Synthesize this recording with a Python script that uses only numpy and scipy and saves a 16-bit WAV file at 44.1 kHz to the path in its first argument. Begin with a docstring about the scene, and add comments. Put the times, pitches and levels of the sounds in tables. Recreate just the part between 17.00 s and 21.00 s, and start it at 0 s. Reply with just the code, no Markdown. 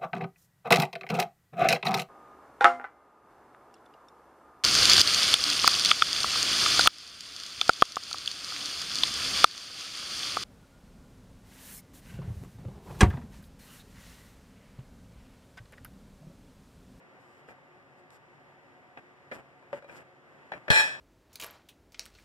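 """First a low room rumble and soft rubbing: a gloved hand spins the heavy cast wheel of a pipe threader's chuck.
The wheel knocks softly when grabbed, then hammers home with a ringing clank and quick rebounds.
Rumble, rubbing and clatter are shaped noise; wheel, housing and frame are ringing sines set off by clicks and noise.
Two close microphone ports are widened by feeding each, late and inverted, into the other side."""
import sys
import numpy as np
from scipy import signal
from scipy.fft import rfft, irfft
from scipy.io import wavfile

SR = 44100
rng = np.random.default_rng(int(sys.argv[2]) if len(sys.argv) > 2 else 0)


def put_to_file(sound):
    """Save the sound as 16-bit audio at rate SR, in the file named by the first command-line argument."""
    columns = np.atleast_2d(sound).T  # one column per channel
    safe = np.clip(columns, -1, 1)
    whole_steps = np.round(safe * 32767)
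    wavfile.write(sys.argv[1], SR, whole_steps.astype(np.int16))


N = 176400  # samples, 4 s

# Sounds have two rows: middle (alike in both ports) and side (opposite in the two ports).
# A t60 is the time in seconds for a sound to die away by 60 dB.


def amp(db):
    """Turn dB into a gain."""
    return 10 ** (np.asarray(db, float) / 20)


def coloured(spectrum, source):
    """Filter middle and side by a spectrum each, then scale their summed power to 1."""
    hz, *levels = np.transpose(spectrum)
    log_hz = np.log(np.maximum(np.arange(N // 2 + 1) * SR / N, 1))
    gains = [amp(np.interp(log_hz, np.log(hz), db)) for db in levels]
    out = irfft(rfft(source) * gains, N)
    return out / np.sqrt(np.mean(out ** 2) * 2)


def noise():
    """Two unrelated white noises."""
    return rng.standard_normal((2, N))


def drift(rate):
    """Slow random wandering with a spread near 1: straight lines between random points, rate per second."""
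    knots = rng.standard_normal(int(rate * N / SR) + 2)
    return np.interp(np.arange(N) * rate / SR, np.arange(len(knots)), knots) * np.sqrt(1.5)


def ring(force, hz, t60):
    """A two-pole resonator: a unit click sets a dying sine of starting height 1 ringing."""
    r, w = amp(-60 / (t60 * SR)), 2 * np.pi * hz / SR
    # the tiny offset keeps the silence from slowing the filter
    return signal.lfilter([0, np.sin(w)], [1, -2 * r * np.cos(w), r * r], force + 1e-18)


def dying(times, db, t60, attack_s):
    """Loudness curve of hits: a short rise over an exponential fall."""
    t = np.maximum(np.arange(N) / SR - np.c_[times], 0)
    fall = amp(np.c_[db] - 60 * t / np.c_[t60])
    return (fall * np.minimum(t / attack_s, 1)).sum(axis=0)


def clicks(times, gains):
    """One-sample clicks at the given times."""
    out = np.zeros(N)
    out[(np.array(times) * SR).astype(int)] = gains
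    return out


# Tone colour of the room rumble.
# Each row: frequency in Hz, middle level in dB, side level in dB (relative).
ROOM_COLOUR = [(45, -94, -105), (74, -93, -101), (128, -87, -100), (222, -91, -101), (337, -91, -99),
               (653, -94.5, -97.5), (1300, -99, -101.5), (1940, -99, -93.5), (2590, -105, -106),
               (3590, -115, -114), (5830, -122, -121), (8500, -125, -125), (9200, -129, -128),
               (13800, -135, -134)]
# How the room swells. Each row: time in seconds, gain in dB.
ROOM_LOUDNESS = [(0, 2), (.6, 1.5), (1.2, 1), (2.2, 1.5), (3.2, 0), (4, 6.5)]
# Notes of the room. Each row: frequency in Hz, width in Hz, level in dB before the swell.
ROOM_NOTES = [(139.7, 5.2, -69), (359.4, 3.9, -70.5), (269.8, 12, -73), (543, 24, -73), (735.6, 9.9, -73.5),
              (902, 37, -77.5), (1189, 39, -78.5)]
ROOM_DB, ROOM_FLICKER_DB = -60, .6


def room_tone():
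    """Distant ventilation rumble: flickering shaped noise, plus noise ringing a few room resonances."""
    out = amp(ROOM_DB + ROOM_FLICKER_DB * drift(14)) * coloured(ROOM_COLOUR, noise())
    for hz, width_hz, db in ROOM_NOTES:
        t60 = np.log(1000) / np.pi / width_hz  # a narrow resonance rings longer
        hum = ring(rng.standard_normal(N), hz, t60)
        out[0] += amp(db) * hum / hum.std()
    return out * amp(np.interp(np.arange(N) / SR, *np.transpose(ROOM_LOUDNESS)))


# Tone colours of the low grind and of the bright hiss; knocks and clank use the hiss too.
# Each row: frequency in Hz, middle level in dB, side level in dB (relative).
GRIND_COLOUR = [(100, -74, -79.5), (306, -72.5, -83), (606, -73, -77.5), (1010, -80, -90),
                (1780, -80.5, -75), (2730, -87, -87), (4100, -107, -108), (6000, -110, -109),
                (8000, -109, -110), (9900, -113, -113), (12500, -121, -121)]
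HISS_COLOUR = [(2500, -6, -5), (4700, -0.5, -1.5), (6450, -5.5, -4), (8600, 1.5, -4), (9300, -10, -10),
               (12100, -9, -9), (14700, -19, -19)]
# Rubbing and rustling strokes.
# Each row: start in seconds, length in seconds, grind level in dB, hiss level in dB.
RUB_STROKES = [(0.187, 0.23, -91, -77.5), (0.478, 0.046, -53.5, -70.5), (0.97, .04, -68, -78.5),
               (1.115, 0.057, -61, -68.5), (1.977, 0.016, -51, -84), (2.329, 0.036, -47.5, -60),
               (2.37, 0.035, -51.5, -75), (2.73, 0.059, -50.5, -69.5), (2.876, 0.08, -53, -74.5),
               (2.913, 0.065, -64.5, -73.5), (2.961, 0.02, -52.5, -60.5), (2.981, 0.041, -52.5, -72),
               (3.538, 0.037, -48.5, -87), (3.576, 0.012, -61, -89)]
RUB_ATTACK_S, RUB_RELEASE_S = 0.0084, 0.013
HISS_SWELL_S = 0.033  # the hiss swells and fades more gently than the grind
GRAINS_PER_S, GRAIN_SPREAD_DB = 5000, 3


def rubs():
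    """Glove and rim rub: dense uneven grains make the low grind, smooth noise the bright hiss."""
    s, length, grind_db, hiss_db = np.transpose(RUB_STROKES)[:, :, None]
    t = np.arange(N) / SR - s
    left = length - t
    stroke = np.clip(np.minimum(t / RUB_ATTACK_S, 1 + left / RUB_RELEASE_S), 0, 1)
    ramp = np.minimum(.5 + t / HISS_SWELL_S, .5 + left / HISS_SWELL_S)
    swell = np.sin(np.pi / 2 * np.clip(ramp, 0, 1)) ** 2
    grain_db = GRAIN_SPREAD_DB * np.minimum(rng.exponential(1, N), 4)
    grains = (rng.random(N) < GRAINS_PER_S / SR) * amp(grain_db)
    grind = (stroke * amp(grind_db)).sum(axis=0) * coloured(GRIND_COLOUR, grains * noise())
    hiss = (swell * amp(hiss_db)).sum(axis=0) * coloured(HISS_COLOUR, noise())
    return grind + hiss


# Pitches of the cast wheel's modes (its ways of ringing). Each entry: frequency in Hz.
MODE_HZ = [620, 872, 1450, 1590, 1647, 1700, 1771, 1860, 1960, 2401, 2541, 2643, 3315, 3833, 3994, 4228,
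           4737, 5424, 5523, 5660, 6955, 7065, 7364, 7580, 7860, 8000, 8376, 8710, 9700, 10015, 10370,
           10541, 10990, 11348, 13280, 13400, 14000]
# Strength of those modes, in the same order.
# Each row: middle level in dB (relative), side level in dB (relative), t60 in seconds when free,
# extra dB when a rebound strikes elsewhere.
MODE_STRENGTHS = [(-21.5, -28, 0.7, -9), (-17.5, -20, 0.27, 10), (-28, -22, 0.4, 0), (-17, -3.5, 0.31, -2),
                  (-7.5, -10, 0.27, 5.5), (-13, -20, 0.36, 11), (-12.5, -3, 0.41, 7.5),
                  (-8.5, -24, 0.17, 2), (-19, -12, 0.31, 8), (-12, -12, 0.28, 22), (-7.5, -13, 0.31, -10),
                  (-18.5, -27, 0.39, -19), (-14, -16, 0.31, -1.5), (-19, -17, 0.2, 8),
                  (-21.5, -17.5, 0.33, 16), (-0.5, -24, 0.11, -20), (-22.5, -35, 0.25, 8),
                  (-12.5, -21, 0.11, 3), (-21.5, -21, 0.35, 11), (-43, -21, 0.23, 18), (-21.5, -32, .27, 7),
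                  (-30, -27, 0.18, 6), (-25, -26, 0.34, -2), (-20, -17, 0.29, 0), (-22.5, -23, 0.3, 2),
                  (-26, -18, 0.3, 12), (-20.5, -31, 0.27, 6), (-19, -31, 0.33, 0), (-34, -32, 0.17, -3),
                  (-30, -18, 0.14, -5), (-16.5, -37.5, 0.15, -18), (-22, -27, .25, -4),
                  (-13.5, -30, 0.11, -23), (-25, -18, 0.12, -14), (-29, -29, 0.14, -13),
                  (-46, -40, 0.18, -2), (-43, -42, .2, 0)]


def wheel_modes():
    """Pair each pitch of the casting with its strengths and ring time."""
    return zip(MODE_HZ, MODE_STRENGTHS)


# Tone colour of the thud. Each row: frequency in Hz, middle level in dB, side level in dB (relative).
THUD_COLOUR = [(100, -85, -101), (326, -65, -74), (610, -64, -79), (1110, -80, -84), (1900, -71, -67.5),
               (2400, -79, -78), (3930, -95, -92), (7100, -109, -107), (10100, -124, -120),
               (13000, -131, -134)]
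# Modes of the hollow housing. Each row: frequency in Hz, level in dB (relative), t60 in seconds.
HOUSING_MODES = [(345, -35, .06), (563, -3, 0.093), (573, -6.5, 0.14), (894, -17, 0.11), (1190, -8, 0.013)]
# Soft knocks on the wheel. Each row: start in seconds, thud level in dB, thud t60 in seconds, then
# relative levels in dB of the hollow ring, the rim ring, the tick and the pop.
SOFT_KNOCKS = [(0.486, -41.5, 0.02, -62, -55, -77, -47), (1.104, -44, 0.019, -75, -68, -54, -75),
               (1.972, -35.5, 0.032, -57.5, -50, -70, -48), (2.313, -34.5, 0.036, -50, -45, -61, -55),
               (2.319, -35, 0.061, -42, -50, -53, -52), (2.624, -60, 0.033, -66, -62, -74, -53),
               (2.728, -36.5, 0.095, -28, -51, -62, -44), (2.773, -56, .04, -55, -64, -75, -63),
               (2.823, -56, 0.049, -48, -52.5, -70, -54), (2.843, -48, 0.035, -47, -56, -66, -56),
               (2.894, -48, 0.044, -55, -47, -77, -64), (3.518, -32, 0.061, -47, -38, -57, -24),
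               (3.535, -35.5, 0.038, -47, -48, -70, -36), (3.68, -27.5, 0.057, -37.5, -38.5, -54, -43)]
KNOCK_ATTACK_S, TICK_T60_S = 0.0023, 0.013
POP_HZ, POP_T60_S = 805, 0.0083  # the contact itself, one short pulse
CONTACT_T60_S = 0.024  # each blow is a burst of contacts
HELD_SHARE, SOFT_HZ = 0.3, 2530  # a hand on the wheel shortens its ring; the glove is a soft contact


def knocks():
    """Soft knocks: noise thud and tick, clicked housing and pop, and a hand-damped rim driven by dull noise."""
    s, thud_db, t60, hollow_db, rim_db, tick_db, pop_db = np.transpose(SOFT_KNOCKS)
    out = dying(s, thud_db, t60, KNOCK_ATTACK_S) * coloured(THUD_COLOUR, noise())
    out += dying(s, tick_db, TICK_T60_S, 0.00081) * coloured(HISS_COLOUR, noise())

    hollow_clicks = clicks(s + KNOCK_ATTACK_S, amp(hollow_db))
    hollow = sum(amp(db) * ring(hollow_clicks, hz, mode_t60) for hz, db, mode_t60 in HOUSING_MODES)
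    hollow += ring(clicks(s + KNOCK_ATTACK_S, amp(pop_db)), POP_HZ, POP_T60_S)

    rough = dying(s, rim_db, CONTACT_T60_S, 0.0018) * rng.standard_normal(N)
    force = signal.sosfilt(signal.butter(2, SOFT_HZ, fs=SR, output="sos"), rough)
    for hz, (mid_db, side_db, free_t60, rebound_db) in wheel_modes():
        levels_db = [[mid_db - 19], [side_db - 18.5]] + 0.6 * np.array(rebound_db)
        out += amp(levels_db) * ring(force, hz, HELD_SHARE * free_t60)
    return out + hollow * amp([[0], [-16]])


# Tone colour of the clatter and of the weaker wheel modes.
# Each row: frequency in Hz, middle level in dB, side level in dB (relative).
CLATTER_COLOUR = [(61, -76, -77), (154, -70.5, -90), (294, -75, -78), (600, -68.5, -78.5),
                  (935, -72.5, -70), (1316, -74.5, -78), (1680, -58, -54), (1930, -69.5, -71),
                  (2130, -80, -70), (2450, -66, -64), (2900, -78, -73), (3300, -72, -77),
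                  (4130, -76.5, -72.5), (4400, -92, -80), (4620, -78.5, -82), (5700, -77.5, -81),
                  (6370, -100, -90), (7260, -85, -90), (8700, -98, -97), (9300, -110, -108),
                  (10500, -103, -105), (11400, -108, -110), (12400, -130, -128), (13700, -122, -125)]
# The hammer blow and its rebounds. Each row: start in seconds, ring level in dB (relative),
# clatter level in dB, crack level in dB, how far from the first spot it strikes from 0 to 1.
HAMMER_BLOWS = [(3.702, -19.5, -26, -12.5, 0), (3.712, -34.5, -39, -20.5, 0.2), (3.724, -36, -44, -32, .2),
                (3.733, -40.5, -48, -38, 0.2), (3.757, -32.5, -39.5, -33, 0.83),
                (3.771, -38.5, -44, -45, 0.6), (3.797, -34, -34, -45, 0.5), (3.873, -51, -53, -42, 0.5)]
CLANK_FROM = int(3.69 * SR)  # sample; the ringing is computed from just before the first blow
REACH_S = .003  # a blow reaches each mode within this time
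CHATTER_T60_S, CHATTER_DB = 0.32, -41  # loose parts chatter on; dB against the ring
# the wheel judders against its stop and keeps feeding the modes
SHUDDER_S, SHUDDER_FADE_S, SHUDDER_DB, SHUDDER_SPOT = 0.1084, 0.019, -59.5, 0.62
# a round casting has its modes in close pairs that beat: largest split as a share of pitch
TWIN_SPLIT, TWIN_DB = .006, -3.5
LEFT_FACING_HZ = 3000  # lower modes radiate towards the left port, higher ones either way
MINOR_MODES, MINOR_LOW_HZ, MINOR_HIGH_HZ = 140, 503.8, 14220
MINOR_T60_S, MINOR_DB, MINOR_SCATTER_DB = 0.17, -42, 2


def wheel():
    """Blows strike paired strong modes; judder and chatter roughen them; contacts drive many weaker modes."""
    s, ring_db, _, _, spot = np.transpose(HAMMER_BLOWS)
    t = np.arange(CLANK_FROM, N) / SR - s[0]
    shudder = amp(SHUDDER_DB) * np.clip(np.minimum(t, SHUDDER_S - t) / SHUDDER_FADE_S, 0, 1)
    chatter = dying(s, ring_db + CHATTER_DB, CHATTER_T60_S, 0.0013)[CLANK_FROM:]
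    burst = dying(s, ring_db - 15.5, CONTACT_T60_S, 0.00083)[CLANK_FROM:] + chatter
    strong, minor = np.zeros((2, 2, N))

    for hz, (mid_db, side_db, t60, rebound_db) in wheel_modes():
        facing = [[1], [1 if hz < LEFT_FACING_HZ else rng.choice([-1, 1])]]
        split = TWIN_SPLIT * rng.uniform(-0.98, 1)
        feed = chatter + shudder * amp(SHUDDER_SPOT * rebound_db)
        for pitch, db in ((hz, 0), (hz * (1 + split), TWIN_DB)):
            times = s + REACH_S * rng.random(len(s))
            strikes = facing * clicks(times, amp(ring_db + spot * rebound_db))[CLANK_FROM:]
            force = strikes + feed * rng.standard_normal((2, len(t)))
            strong[:, CLANK_FROM:] += amp([[mid_db + db], [side_db + db]]) * ring(force, pitch, t60)

    even_hz = np.linspace(MINOR_LOW_HZ, MINOR_HIGH_HZ, MINOR_MODES)
    for hz in even_hz + rng.normal(0, 39.3, MINOR_MODES):
        gain = amp(MINOR_SCATTER_DB * rng.standard_normal())
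        force = gain * burst * rng.standard_normal((2, len(burst)))
        minor[:, CLANK_FROM:] += ring(force, hz, MINOR_T60_S)
    return strong + amp(MINOR_DB) * coloured(CLATTER_COLOUR, minor)


CLATTER_T60_S, CRACK_T60_S, CRACK_ATTACK_S = 0.42, 0.063, 0.0017
SNAP_DB, SNAP_T60_S = -23, 0.032  # bright edge of the first blow


def clatter():
    """Loose jaws clatter and crack as dying shaped noise at every blow; the first adds a bright snap."""
    s, _, clatter_db, crack_db, _ = np.transpose(HAMMER_BLOWS)
    level = dying(s, clatter_db, CLATTER_T60_S, 0.0054)
    level += dying(s, crack_db, CRACK_T60_S, CRACK_ATTACK_S)
    snap = dying(s[:1], [SNAP_DB], SNAP_T60_S, CRACK_ATTACK_S)
    return level * coloured(CLATTER_COLOUR, noise()) + snap * coloured(HISS_COLOUR, noise())


# Jolt of the frame at the first blow.
# Each row: frequency in Hz, middle level in dB (relative), side level in dB (relative), t60 in seconds.
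FRAME_MODES = [(138, -10.5, -5, 0.043), (78, -27, -14, 0.097), (254, -20.5, -19, 0.047),
               (427, -19.5, -22, 0.064), (871, -16, -21, 0.055), (3263, -17.5, -22, .05),
               (1720, -37, -6.5, 0.022)]
JOLT_LAG_S = 0.001013  # the frame answers late


def jolt():
    """One click, just after the first blow, sets the modes of the frame ringing briefly."""
    first_s = np.transpose(HAMMER_BLOWS)[0][:1]
    click = clicks(first_s + JOLT_LAG_S, 0.76)
    return sum(amp([[mid_db], [side_db]]) * ring(click, hz, t60) for hz, mid_db, side_db, t60 in FRAME_MODES)


PORT_TILT_DB = .5  # left port above, right below


def scene():
    """Add all layers and turn middle and side into left and right port."""
    mid, side = room_tone() + rubs() + knocks() + wheel() + clatter() + jolt()
    return np.array([mid + side, mid - side]) * amp([[PORT_TILT_DB], [-PORT_TILT_DB]])


CROSSFEED, CROSS_LAG_S = 0.47, 0.0004735
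RUMBLE_CUT_HZ, CUTOFF_HZ = 77, 15900
LIMIT_DB, LIMIT_RELEASE_DB_PER_S, LIMIT_ATTACK_S, LOOK_AHEAD_S = -2.5, 100, .0004, .001


def record(dry):
    """Inverted late crossfeed, bass cut, peak limiter, steep top cut."""
    # turning the phase of each frequency delays by a fraction of a sample; padding catches the overhang
    padded = N + 128
    hz = np.arange(padded // 2 + 1) * SR / padded
    late = irfft(rfft(dry[::-1], padded) * np.exp(-2j * np.pi * hz * CROSS_LAG_S))[:, :N]
    bass_cut = signal.butter(2, RUMBLE_CUT_HZ, "high", fs=SR, output="sos")
    wide = signal.sosfilt(bass_cut, dry - CROSSFEED * late)

    # hold each overshoot, let it fall steadily, and turn down both ports together
    fall = LIMIT_RELEASE_DB_PER_S * np.arange(N) / SR
    peak_db = 20 * np.log10(np.abs(wide).max(axis=0) + 1e-9)
    over = np.maximum(peak_db - LIMIT_DB, 0)
    held = np.maximum.accumulate(over + fall) - fall
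    early = np.roll(held, -int(LOOK_AHEAD_S * SR))
    r = np.exp(-1 / (LIMIT_ATTACK_S * SR))
    limited = wide * amp(-signal.lfilter([1 - r], [1, -r], early))
    return signal.sosfilt(signal.cheby2(12, 60, CUTOFF_HZ, fs=SR, output="sos"), limited)


dry = scene()
out = record(dry)
put_to_file(out)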